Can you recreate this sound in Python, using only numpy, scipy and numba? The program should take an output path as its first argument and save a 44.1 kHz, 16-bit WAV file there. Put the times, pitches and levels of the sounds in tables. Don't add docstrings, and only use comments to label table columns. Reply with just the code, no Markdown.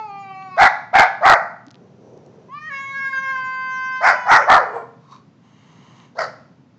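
import sys
import numpy as np
from scipy import signal
from scipy.fft import rfft, irfft
from scipy.io import wavfile
from scipy.ndimage import uniform_filter1d
from numba import njit

SR = 44100
rng = np.random.default_rng(int(sys.argv[2]) if len(sys.argv) > 2 else 0)


def digitize_waveform(pressure):
    field = np.atleast_2d(pressure).T
    bounded = np.clip(field, -1, 1)
    quanta = np.round(bounded * 32767).astype(np.int16)
    wavfile.write(sys.argv[1], SR, quanta)


def makeup_ratio(level_db):
    decades = np.asarray(level_db, float) / 20
    return 10 ** decades


N = 298998
T = np.arange(N) / SR

# f/Hz, relative level/dB
HUM_COLOUR = [(24, -65), (40, -41.5), (120, -2), (252, -7), (327, -16.5), (350, -16.5), (937, -25.5),
              (1000, -25), (1140, -27.5), (1850, -33.5), (7500, -45.5), (9750, -93), (16500, -120)]
# t/s, level/dB of the swell, f/Hz
TICKS = [(0.4252, -36, 2695), (1.6663, -34, 6140), (1.6834, -36, 3866), (1.7067, -33.5, 4450),
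         (1.712, -30.5, 5340), (1.744, -34, 3300), (1.755, -36, 3530), (2.1764, -43, 5730),
         (2.263, -40, 6700), (5.1114, -43, 3920), (5.146, -42, 3800), (5.163, -39, 3800),
         (6.0011, -37, 2880)]
# t/s, level/dB of the swell, f/Hz
THUDS = [(1.672, -37, 284), (1.818, -42, 210.5), (2.136, -43, 431), (2.17, -35, 503), (2.383, -41, 448)]
# t/s, mean level/dB
DRAG_LEVEL = [(1.75, -53), (1.924, -55.5), (2.17, -44), (2.24, -49), (2.436, -49.5), (2.5, -51.5)]
# f/Hz, relative level/dB
DRAG_COLOUR = [(200, -8), (400, 13.5), (1000, -6.5), (1500, -30.5), (4500, -53), (5800, -19), (7000, -33)]
# t/s, mean level/dB
SCUFF_LEVEL = [(5.0, -64), (5.07, -54.5), (5.105, -52), (5.12, -42.5), (5.16, -47), (5.28, -74.5)]
# f/Hz, width/Hz, relative level/dB
SCUFF_RINGS = [(1080, 230, 3.5), (2034, 710, -19), (3800, 200, -12.5), (4430, 230, -15.5),
               (5800, 1400, -24)]
# t/s, mean level/dB
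HISS_LEVEL = [(5.38, -77.5), (5.45, -61), (5.692, -56.5), (6.0, -53), (6.054, -55.5), (6.14, -70)]
# f/Hz, width/Hz, relative level/dB
HISS_RINGS = [(1030, 450, 1), (1950, 930, -4.5), (2810, 620, -5), (3600, 540, -12), (6370, 830, -12.5)]
# start t/s, lead-in/s, attack/s, hold/s, release/s, level/dB before the shape, peak pitch f/Hz, end pitch f/Hz
BARKS = [(0.569, .011, 0.022, 0.072, .022, -4, 789, 707.5), (0.93, .008, .018, .078, .045, -3.5, 821, 685),
         (1.209, 0.027, 0.029, 0.072, .03, -2, 788.5, 560),
         (4.006, .022, .025, .055, 0.057, -7.5, 815.5, 560),
         (4.255, .03, .027, .055, .08, -4, 909.3, 470.1), (4.461, .018, .018, .078, .068, -5, 775.3, 435.3),
         (6.152, 0.029, .008, 0.053, 0.055, -18, 650.6, 538.7)]
# stage (0-1 lead-in, 1-2 attack, 2-3 hold, 3-4 release), level/dB, share of the peak pitch,
# share of the fall in pitch, added upper throat level/dB, mouth factor, added roughness
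BARK_SHAPE = [(0, -25.5, .72, 0.03, -7.5, .7, -.15), (1, -11.5, .88, 0, -6.5, .95, -0.14),
              (1.999, -2, 0.98, 0.0021, -3.5, 1.03, -0.09), (2.5, -1.22, .99, .08, 0.8, 1.013, .05),
              (2.999, -4.5, .99, .25, 2.5, .97, .08), (3.4, -12, .99, .65, 0, .93, -0.037),
              (4.002, -23, .99, 0.97, -6, 1.2, -.1)]
# upper throat level/dB, mouth opening as factor on the resonances,
# roughness (0-1), fizz level/dB, factor on the fizz resonances
BARK_VOICE = [(-1.5, .98, .48, -19.5, 0.84), (-2.5, 1.03, .55, -19.5, 0.72), (1, .92, .55, -27.5, 1.1),
              (3, .99, .68, -20.5, 1.08), (2.5, .93, .62, -23, 1.3), (1.5, .85, .56, -28.5, 1.1),
              (-2, 0.922, .8, -11.5, 1.082)]
# t/s, pitch f/Hz, level/dB
WHIMPER = [(4.656, 437, -31.5), (4.72, 418.4, -33.5), (4.76, 468, -22), (4.8, 452.7, -30),
           (4.871, 452, -43)]
WHIMPER_VOICE = (-4, 0.67, .3, -22.5, 4.5)
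# f/Hz, width/Hz, relative level/dB
DOG_THROAT = [(1253, 820, -2), (1480, 450, 0.5), (2019, 260, 3.5)]
# f/Hz, width/Hz, relative level/dB
DOG_FIZZ = [(2700, 2200, -5.5), (4610, 1400, 2), (5630, 270, -7.5), (6100, 1100, -14)]
# t/s, pitch f/Hz, rms level/dB of harmonics 2, 3 and 4
WAIL_LOW = [(0.0, 440, -28, -40.5, -56), (0.054, 427, -34.5, -44.5, -66), (0.084, 409, -36.5, -46, -75),
            (0.106, 402, -35.5, -41, -59.5), (0.21, 396.8, -36, -38, -69),
            (0.266, 387.5, -38.5, -50.5, -55), (0.312, 387.4, -32.5, -36, -58.5),
            (0.356, 380.6, -36.5, -44.5, -65), (0.438, 383.4, -39, -39.5, -57.5),
            (0.47, 376.3, -39, -47, -54.5), (0.566, 364.5, -56.5, -31, -54)]
WAIL_HIGH = [(2.485, 515.2, -51, -81.5, -80.5), (2.497, 498, -45, -74, -59.5),
             (2.539, 572.3, -31.5, -54.5, -59.5), (2.589, 602.2, -35.5, -46, -40.5),
             (2.603, 605.6, -56.5, -57, -53), (2.619, 607, -39.5, -40, -48), (2.687, 627, -42, -30, -59.5),
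             (2.707, 562, -40, -36.5, -41.5), (2.721, 560.6, -36.5, -27.5, -40.5),
             (2.737, 548.8, -33, -36.5, -30.5), (2.843, 547, -32.5, -37.5, -34.5),
             (2.863, 545.9, -36, -62, -33.5), (2.905, 547.5, -33, -48, -31.5),
             (2.957, 548.5, -36.5, -28, -34.5), (3.079, 539.6, -36, -24.5, -31),
             (3.117, 536.2, -34, -44, -32.5), (3.133, 534.5, -31.5, -23.5, -34.5),
             (3.189, 531.5, -33.5, -21, -39.5), (3.217, 540, -32, -43, -40.5),
             (3.235, 534.8, -30, -27, -33), (3.315, 532.3, -28.5, -25, -31),
             (3.335, 527.3, -28.5, -28.5, -49), (3.361, 520.4, -30, -24.5, -34.5),
             (3.387, 518.8, -24.5, -28.5, -38), (3.969, 517.9, -25, -25.5, -37.5),
             (4.0, 516.4, -27.5, -33.5, -36.5)]
WAIL_END = [(4.14, 504, -31, -33, -40), (4.27, 490, -31, -35, -43), (4.45, 497, -42, -46, -52),
            (4.62, 502, -48, -50, -56), (4.77, 472, -52, -58, -60), (4.815, 458, -56, -62, -64),
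            (4.85, 432, -70, -75, -78)]
WEAK_LOW = (-17.5, -25)
WEAK_HIGH = (-29, -26.5)
# f/Hz, level/dB against the loudness before CAT_TREBLE
CAT_MID_LOW = [(1850, -23.5), (2100, -23.5), (2300, -13.5), (2650, -17), (3000, -38.5)]
CAT_MID_HIGH = [(2300, -8.5), (2450, -19), (2600, -22.5), (2750, -23), (3150, -23), (3300, -27.5),
                (3650, -35.5), (4300, -24.5)]
# f/Hz, relative level/dB
CAT_TOP_LOW = [(1760, -33), (3000, -14), (3830, -19), (4390, -1), (6030, -22), (6940, -18.5), (7400, -40.5),
               (9620, -76), (16300, -120)]
CAT_TOP_HIGH = [(2350, -35.5), (4000, -16), (4500, -20.5), (4680, 3), (4850, -14), (6590, -17.5),
                (7400, -32.5), (9620, -65), (16300, -120)]
# t/s, level/dB
CAT_TREBLE = [(0, -5.5), (.1, -.5), (.5, 2.5), (2.49, -12.5), (2.55, -5), (2.62, 3.5), (2.7, -6), (2.76, 4),
              (3.0, -1.5), (3.2, -0.5), (3.4, -4.5), (4.0, -1.5), (4.3, -0.5), (4.62, 7), (4.82, 3.5)]
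# t/s, roughness (0-1)
CAT_ROUGH = [(0, .6), (.1, .7), (.15, .45), (2.5, .8), (2.65, .55), (2.7, 1), (2.8, .65), (3.35, .5),
             (3.42, .15)]
# f/Hz, relative level/dB
CAT_BREATH = [(900, -32), (1800, 0), (3000, 0.5), (5500, -0.5), (7200, -7.5)]


def unit(x):
    return x / np.sqrt(np.mean(x ** 2))


def steady(x):
    return x / np.sqrt(uniform_filter1d(x ** 2, size=660) + 1e-12)


def curve(rows, column, outside=None):
    rows = np.array(rows, float)
    return np.interp(T, rows[:, 0], rows[:, column], outside, outside)


def walk(rate):
    k = max(int(SR / rate), 2)
    held = np.repeat(rng.standard_normal(N // k + 1), k)
    return 0.97 * uniform_filter1d(uniform_filter1d(held, k), k)[:N]


def tint(hz, points):
    f, db = np.transpose(points)
    return makeup_ratio(np.interp(np.log(np.maximum(hz, 1)), np.log(f), db))


def coloured(points):
    hz = np.arange(N // 2 + 1) * SR / N
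    spectrum = rfft(rng.standard_normal(N)) * tint(hz, points)
    return unit(irfft(spectrum, N))


@njit
def svf(x, hz, width, low):
    y, band, bass = np.empty(len(x)), 0., 0.
    for i in range(len(x)):
        g, k = np.tan(np.pi * hz[i] / SR), width / hz[i]
        v = (band + g * (x[i] - bass)) / (1 + g * (g + k))
        y[i] = (1 - low) * k * v + low * (bass + g * v)
        band, bass = 2 * v - band, bass + 2 * g * v
    return y


def ringing(x, modes, shift=1):
    out = np.zeros(N)
    for hz, width, db in modes:
        centre = np.full(N, hz) * shift
        once = svf(x, centre, 1. * width, 0.)
        out += makeup_ratio(db) * svf(once, centre, 1. * width, 0.)
    return out


def low_hum():
    return makeup_ratio(-49 + 1.5 * walk(6)) * coloured(HUM_COLOUR)


@njit
def walls(x, lags, gain, damp):
    line, soft, out = np.zeros((8, 4096)), np.zeros(8), np.zeros(len(x))
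    for i in range(len(x)):
        total = 0.
        for k in range(8):
            soft[k] += (1 - damp) * (gain[k] * line[k, (i - lags[k]) & 4095] - soft[k])
            total += soft[k]
            out[i] += soft[k] * (1 - 2 * (k % 2))
        for k in range(8):
            line[k, i & 4095] = x[i] + soft[k] - total / 4
    return out


def room_ring(cat, barks):
    t60_s, damp = 0.51, 0.069
    lags = np.array([541, 683, 829, 997, 1171, 1361, 1583, 1861])
    send = makeup_ratio(-18.0) * barks + makeup_ratio(-18.5) * cat + 1e-18
    return walls(send, lags, makeup_ratio(-60 * lags / SR / t60_s), damp)


def ticks(rows, rise_cycles):
    out, t = np.zeros(N), np.arange(2000) / SR
    for start, db, hz in rows:
        i, u = int(start * SR), t * hz / rise_cycles
        swell = np.e * u * np.exp(-u)
        out[i:i + len(t)] += makeup_ratio(db) * swell * np.sin(2 * np.pi * hz * t)
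    return out


def carpet_drag():
    return makeup_ratio(curve(DRAG_LEVEL, 1, -120) + 2.0 * walk(30)) * coloured(DRAG_COLOUR)


def rung_noise(level, rings, wobble_db, rate, plain):
    ring = ringing(rng.standard_normal(N), rings)
    body = unit(ring + plain * rng.standard_normal(N))
    return makeup_ratio(curve(level, 1, -120) + wobble_db * walk(rate)) * body


def scuff():
    return rung_noise(SCUFF_LEVEL, SCUFF_RINGS, wobble_db=1.3, rate=67, plain=0.027)


def cat_hiss():
    return rung_noise(HISS_LEVEL, HISS_RINGS, wobble_db=0.7, rate=22, plain=0.06)


def bark_rows():
    calls = []
    for bark, voice in zip(BARKS, BARK_VOICE):
        *times, db, hz, end_hz = bark
        upper_db, mouth, rough, *fizz = voice
        call = []
        for stage, level, pitch, fall, bright, gape, more in BARK_SHAPE:
            t = np.interp(stage, range(5), np.cumsum(times))
            now_hz = hz * pitch + fall * (end_hz - hz)
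            call.append((t, now_hz, db + level, upper_db + bright, mouth * gape, rough + more, *fizz))
        calls.append(call)
    calls.append([(*row, *WHIMPER_VOICE) for row in WHIMPER])
    rows = []
    for call in calls:
        first, last = call[0], call[-1]
        fade_in = (first[0] - .004, first[1], -120, *first[3:])
        fade_out = (last[0] + .004, last[1], -120, *last[3:])
        rows += [fade_in, *call, fade_out]
    return sorted(rows)


def dog():
    rows = bark_rows()
    hz, db, upper_db, mouth, rough, fizz_db, teeth = (curve(rows, k) for k in range(1, 8))
    rough = np.clip(rough, 0, 1)
    phase = 2 * np.pi * np.cumsum(hz * (1 + .16 * rough * walk(250))) / SR
    puffs = np.exp(1.6 * (np.cos(phase) - 1)) * (1 + .83 * rough * np.cos(phase / 2))
    air = rough * 7.5 * rng.standard_normal(N)
    first = steady(np.cos(phase) + ringing(air, [(1.06, 400, -2)], hz))
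    source = np.gradient(puffs) * 6.6 + air * (1.0 + puffs)
    throat = ringing(source, DOG_THROAT, mouth)
    for _ in range(4):
        throat = svf(throat, 2220 * mouth, 1900., 0.88)
    fizz = steady(ringing(source, DOG_FIZZ, mouth * teeth))
    upper = steady(throat) + makeup_ratio(fizz_db) * fizz
    voice = makeup_ratio(db + 3.5 * rough * walk(180)) * steady(first + makeup_ratio(upper_db) * upper)
    return signal.sosfilt(signal.butter(2, 520, "high", fs=SR, output="sos"), voice)


def wail(rows, weak_db, mid_colour, top_colour):
    weak_flicker_db, top_flicker_db, breath_db = 7, 9.0, -6.0
    rough = curve(CAT_ROUGH, column=1)
    hz = curve(rows, column=1) * (1 + 0.008 * rough * walk(90))
    phase = 2 * np.pi * np.cumsum(hz) / SR
    size = {k: makeup_ratio(curve(rows, k, -120)) for k in (2, 3, 4)}
    power = sum(a ** 2 for a in size.values())
    loud = np.sqrt(uniform_filter1d(power, size=1500) + 1e-14)
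    treble = loud * makeup_ratio(curve(CAT_TREBLE, column=1))
    size[1] = loud * makeup_ratio(weak_db[0] + weak_flicker_db * rough * walk(10))
    for k in (5, 6, 7):
        size[k] = treble * tint(k * hz, mid_colour) * makeup_ratio(weak_flicker_db * rough * walk(20))
    low = sum(a * np.sin(k * phase + k * k) for k, a in size.items())
    top = np.zeros(N)
    for k in range(8, 20):
        top += tint(k * hz, top_colour) * makeup_ratio(top_flicker_db * walk(25)) * np.sin(k * phase + k * k)
    breath = makeup_ratio(breath_db) * rough * coloured(CAT_BREATH)
    return np.sqrt(2) * low + treble * makeup_ratio(weak_db[1]) * steady(steady(top) + breath)


def scene():
    low_wail = wail(WAIL_LOW, WEAK_LOW, CAT_MID_LOW, CAT_TOP_LOW)
    high_wail = wail(WAIL_HIGH + WAIL_END, WEAK_HIGH, CAT_MID_HIGH, CAT_TOP_HIGH)
    cat = low_wail + high_wail
    barks = dog()
    floor = ticks(TICKS, 0.4) + ticks(THUDS, 1.5) + carpet_drag() + scuff()
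    mix = low_hum() + room_ring(cat, barks) + floor + cat_hiss() + barks + cat
    return mix[None]


def roll_off(x):
    return signal.sosfilt(signal.butter(12, 15750, fs=SR, output="sos"), x)


def record(dry):
    x = signal.sosfilt(signal.butter(2, 90, "high", fs=SR, output="sos"), dry)
    x = signal.sosfilt(signal.butter(8, 7000, fs=SR, output="sos"), x)
    overloaded = np.clip(x, -.7, .705)
    narrow = signal.sosfilt(signal.cheby1(8, .5, 7900, fs=SR, output="sos"), overloaded)
    mix = np.clip(narrow, -.75, .75)
    return roll_off(mix)


dry = scene()
out = record(dry)
digitize_waveform(out)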